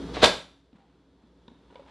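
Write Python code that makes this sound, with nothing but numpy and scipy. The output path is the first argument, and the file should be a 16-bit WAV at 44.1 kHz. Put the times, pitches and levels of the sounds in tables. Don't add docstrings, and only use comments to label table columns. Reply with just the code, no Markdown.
import sys
import numpy as np
from scipy import signal
from scipy.fft import rfft, irfft, next_fast_len
from scipy.io import wavfile

SR = 44100
rng = np.random.default_rng(int(sys.argv[2]) if len(sys.argv) > 2 else 0)


def master(y):
    cut = np.clip(np.atleast_2d(y).T, -1, 1)
    pcm = np.round(cut * 32767)
    wavfile.write(sys.argv[1], SR, pcm.astype(np.int16))


def invert_db(level):
    return 10 ** (np.asarray(level, dtype=float) / 20)


N = 83790


def unit(x):
    return x / np.sqrt(np.mean(x ** 2) + 1e-20)


def along(points, hz):
    f, v = np.transpose(points)
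    return np.interp(np.log(hz + 1), np.log(f + 1), v)


def curve(rows, t):
    return np.interp(t, *np.transpose(rows))


def filtered(x, response):
    m = next_fast_len(N + SR // 2)
    spectrum = rfft(x, m) * response(np.fft.rfftfreq(m, 1 / SR))
    return irfft(spectrum, m)[..., :N]


def coloured_noise(colour):
    return unit(filtered(rng.standard_normal(N), lambda f: invert_db(along(colour, f))))


def peak(f, hz, width_hz):
    return 1j * f * width_hz / (hz * hz - f * f + 1j * f * width_hz)


def add(out, s, sound):
    part = out[round(s * SR):][:len(sound)]
    part += sound[:len(part)]


def room_tone():
    # pitch_hz, level_db (per Hz)
    air_colour = [(25, -22.5), (60, -4.5), (120, -14), (300, -7.5), (600, -20), (1400, -28.5),
                  (2600, -41.5), (9000, -44)]
    # pitch_hz, width_hz, level_db (rms)
    drone = [(59.3, 6.8, -53), (127.54, 4.8, -52), (173.1, 9, -45.5), (275, 9.1, -45), (369, 18, -53),
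             (450, 90, -49), (913, 60, -58.5), (3400, 130, -72.5)]
    air_db, mains_db, mains_hz = -39.5, -37, 59.3
    out = invert_db(air_db) * coloured_noise(air_colour)
    out = out + invert_db(mains_db) * np.sin(2 * np.pi * mains_hz * np.arange(N) / SR)
    for hz, width_hz, db in drone:
        partial = filtered(rng.standard_normal(N), lambda f: np.exp(-((f - hz) / width_hz) ** 2))
        out = out + invert_db(db) * unit(partial)
    return out


def kitchen(x):
    # pitch_hz, t60_s
    decay = [(100, .6), (450, 0.54), (2000, .72), (5000, .68), (11000, 0.73)]
    paths, slice_s = 4, .006
    wide_t60_s, delay_s = 0.57, .005
    hz, t, z = signal.stft(rng.standard_normal((paths, 2, SR // 2)), SR, nperseg=256)
    fading = z * invert_db(-60 * t / along(decay, hz)[:, None])
    tail = signal.istft(fading, SR, nperseg=256)[1]
    tail[:, 1] *= invert_db(-60 * np.arange(tail.shape[-1]) / SR / wide_t60_s)
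    turn = (np.arange(N) / SR / slice_s - np.arange(paths)[:, None]) % paths
    share = np.sin(np.pi / 2 * np.clip(turn, 0, 2)) / np.linalg.norm(tail[0, 0])
    mid, side = signal.fftconvolve((x * share)[:, None], tail, axes=2).sum(0)[:, :N]
    return np.pad(mid, (round(delay_s * SR), 0))[:N], side


def taps():
    # start_s, level_db (peak), pitch_hz, t60_s, click_db
    contacts = [(.7295, -11.5, 255, 0.038, -16), (.7510, -9, 197, 0.034, -32),
                (0.759, -40, 1279, 0.068, -20), (0.938, -27, 184, 0.059, -30),
                (1.003, -30, 282, 0.043, -27), (1.238, -18.5, 236, 0.043, -23),
                (1.48, -14.5, 234, 0.042, -11), (1.4803, -30.5, 3647, 0.0123, -9.5),
                (1.481, -18.5, 495, 0.015, -10), (1.482, -21.5, 950, 0.026, -19),
                (1.483, -34.5, 1800, 0.023, 3), (1.511, -20, 250, 0.073, -30),
                (1.702, -31, 950, 0.082, -10.5), (1.724, -19, 436, 0.032, -19),
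                (1.7555, -13.5, 522, 0.031, -12.5), (1.7552, -26.5, 979, 0.11, -20),
                (1.757, -34.5, 2990, 0.013, -6.5), (1.757, -31.5, 2230, 0.027, -7.5),
                (1.794, -18.5, 555, 0.086, -21.5), (1.864, -33.5, 881, 0.091, -5),
                (1.895, -31.5, 700, 0.02, -8)]
    click_hz, click_s = 4970, 0.018
    thuds, clicks, t = np.zeros(N), np.zeros(N), np.arange(SR // 8) / SR
    for s, db, hz, t60, click_db in contacts:
        partials = np.sin(2 * np.pi * hz * t) + 0.27 * np.sin(2 * np.pi * 1.53 * hz * t)
        thud = invert_db(-60 * t / t60) * (1 - np.exp(-t * hz / 0.75)) * partials
        add(thuds, s, invert_db(db) * thud)
        click = invert_db(db + click_db - 60 * t / click_s) * (1 - np.exp(-t / 0.0007))
        add(clicks, s, click * rng.standard_normal(len(t)))
    return thuds + filtered(clicks, lambda f: 1 / (1 + 1j * f / click_hz) ** 4)


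def squeak():
    start_s, length_s, pitch_hz, level_db = .785, .075, 790, -38
    out, t = np.zeros(N), np.arange(SR // 8) / SR
    swell = np.sin(np.pi * np.clip(t / length_s, 0, 1)) ** .5
    wander = 0.052 * np.cumsum(rng.standard_normal(len(t)))
    add(out, start_s, invert_db(level_db) * swell * np.sin(2 * np.pi * pitch_hz * t + wander))
    return out


def rubbing():
    # start_s, level_db
    effort = [(.6, -70.5), (.71, -68), (.76, -40.5), (.86, -49.5), (1.0, -52.5), (1.17, -74), (1.23, -49),
              (1.31, -68), (1.47, -56), (1.5, -48.5), (1.6, -55), (1.69, -51.5), (1.71, -44.5), (1.75, -42),
              (1.8, -43), (1.84, -49.5), (1.9, -36.5)]
    # pitch_hz, level_db (per Hz)
    colour = [(250, -31), (500, -4), (950, -1.5), (1500, -10), (2600, -18), (5000, -30), (9000, -27.5),
              (13000, -41.5)]
    slips_per_s, scatter_db = 3000, 1
    happens = rng.random(N) < slips_per_s / SR
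    slips = happens * invert_db(scatter_db * rng.exponential(1, N)) * rng.standard_normal(N)
    rub = unit(filtered(slips, lambda f: invert_db(along(colour, f))))
    return rub * invert_db(curve(effort, np.arange(N) / SR)) * (np.arange(N) > effort[0][0] * SR)


def slam():
    # start_s, level_db (peak), dullness_hz, crack_db
    blows = [(.1685, -22.5, 706, -36.5), (.1755, -26.5, 715, -37), (0.2193, -26.5, 1500, -14.5),
             (0.226, -21, 2500, -14), (.2290, -15, 1780, -12.5), (0.2317, -10.5, 1500, -14),
             (.2368, -9.5, 610, -23), (.2402, -8, 6150, -9), (.2440, -13, 3003, 0), (.2520, -18, 2000, -7),
             (.2580, -20, 3454, 2)]
    # pitch_hz, level_db, t60_s
    box = [(108, -18, .3), (289.6, -7.5, 0.021), (380, -7.5, 0.024), (478, 0, 0.057), (617, 0, .04),
           (714, -1.5, 0.03), (950, -1, 0.037), (1054, -5, .025), (1357, -7.5, 0.047), (1494.5, -5, 0.028),
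           (1601, 0, 0.018), (2205, -7.5, .015), (3579, 0.5, .012), (3878, 0, .012)]
    crack_s = 0.028
    out, t = np.zeros(N), np.arange(SR // 4) / SR
    hz, level, t60 = np.transpose(box)[:, :, None]
    for s, db, dull_hz, crack_db in blows:
        uneven = level + rng.normal(0, 3.1, hz.shape)
        gain = invert_db(uneven - 60 * t / t60) / (1 + (hz / dull_hz) ** 2)
        ring = (gain * np.sin(2 * np.pi * hz * t)).sum(0) * (1 - np.exp(-t / .0007))
        crack = invert_db(crack_db - 60 * t / crack_s) * (1 - np.exp(-t / .001))
        crack = crack * rng.standard_normal(len(t))
        add(out, s, invert_db(db) * (.5 * ring + crack))
    return out


def crunch():
    # start_s, level_db
    press = [
        (.13, -70),
        (.142, -46.5),
        (.16, -44.5),
        (.19, -50),
        (.214, -47.5),
        (.222, -33.5),
        (.232, -25),
        (.243, -25.5),
        (.262, -39.5),
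    ]
    bursts, burst_len, bursts_per_s = 1000, 256, 7000
    middle_hz, spread, cycles, scatter_db = 2400, 0.94, 2.2, 1.5
    draw = rng.standard_normal((bursts, 1))
    chance = rng.random((bursts, 2))
    t = np.arange(burst_len) / SR
    start = press[0][0] + (np.arange(bursts) + 2 * chance[:, 0]) / bursts_per_s
    hz = np.clip(middle_hz * np.exp(spread * draw), 200, 8000)
    size = invert_db(curve(press, start) - scatter_db * np.log(chance[:, 1] + 1e-2))
    size = size * (start < press[-1][0])
    envelope = np.exp(-2 * t * hz / cycles) * (1 - np.exp(-2 * t * hz))
    grain = size[:, None] * envelope * np.sin(2 * np.pi * hz * t)
    at = (start * SR).astype(int)[:, None] + np.arange(burst_len)
    return np.bincount(at.ravel(), grain.ravel(), N)[:N]


def scene():
    chop_db, chop_wet_db, hands_wet_db, wide_db = 6, -0.5, -7.5, -13
    chop = invert_db(chop_db) * (crunch() + slam())
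    hands = taps() + squeak() + rubbing()
    wet, wide = kitchen(chop)
    mid = chop + invert_db(chop_wet_db) * wet
    mid = mid + hands + invert_db(hands_wet_db) * kitchen(hands)[0] + room_tone()
    return mid + invert_db(chop_wet_db + wide_db) * wide * np.array([[1], [-1]])


def mic(f):
    presence_hz, presence_width_hz, presence_db = 3770, 1600, 11
    low_cut_hz, roll_hz, top_hz = 71, 7000, 11700
    cut = 1j * f / low_cut_hz
    presence = 1 + invert_db(presence_db) * peak(f, presence_hz, presence_width_hz)
    return presence / (1 + 1j * f / roll_hz) ** 2 * cut / (1 + cut) / (1 + (f / top_hz) ** 16)


def hiss():
    # pitch_hz, level_db (per Hz)
    colour = [(180, -90), (300, -64.5), (435, -3), (485, -11.5), (737, -10.5), (4000, -7.5), (12200, -14.5),
              (15900, -42), (22000, -120)]
    return invert_db(-65) * coloured_noise(colour) * np.array([[1], [-1]])


def low_pass(x):
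    return signal.sosfilt(signal.butter(12, 12350, fs=SR, output="sos"), x)


def record(dry):
    # start_s, level_db
    gain = [
        (.235, -0.5),
        (.3, -8),
        (.4, -15.5),
        (.48, -22.5),
        (.62, -27.5),
        (1.9, -20),
    ]
    heard = filtered(dry, mic) + hiss()
    heard = heard * invert_db(curve(gain, np.arange(N) / SR))
    top = 1.7
    return low_pass(top * np.tanh(heard / top))


dry = scene()
out = record(dry)
master(out)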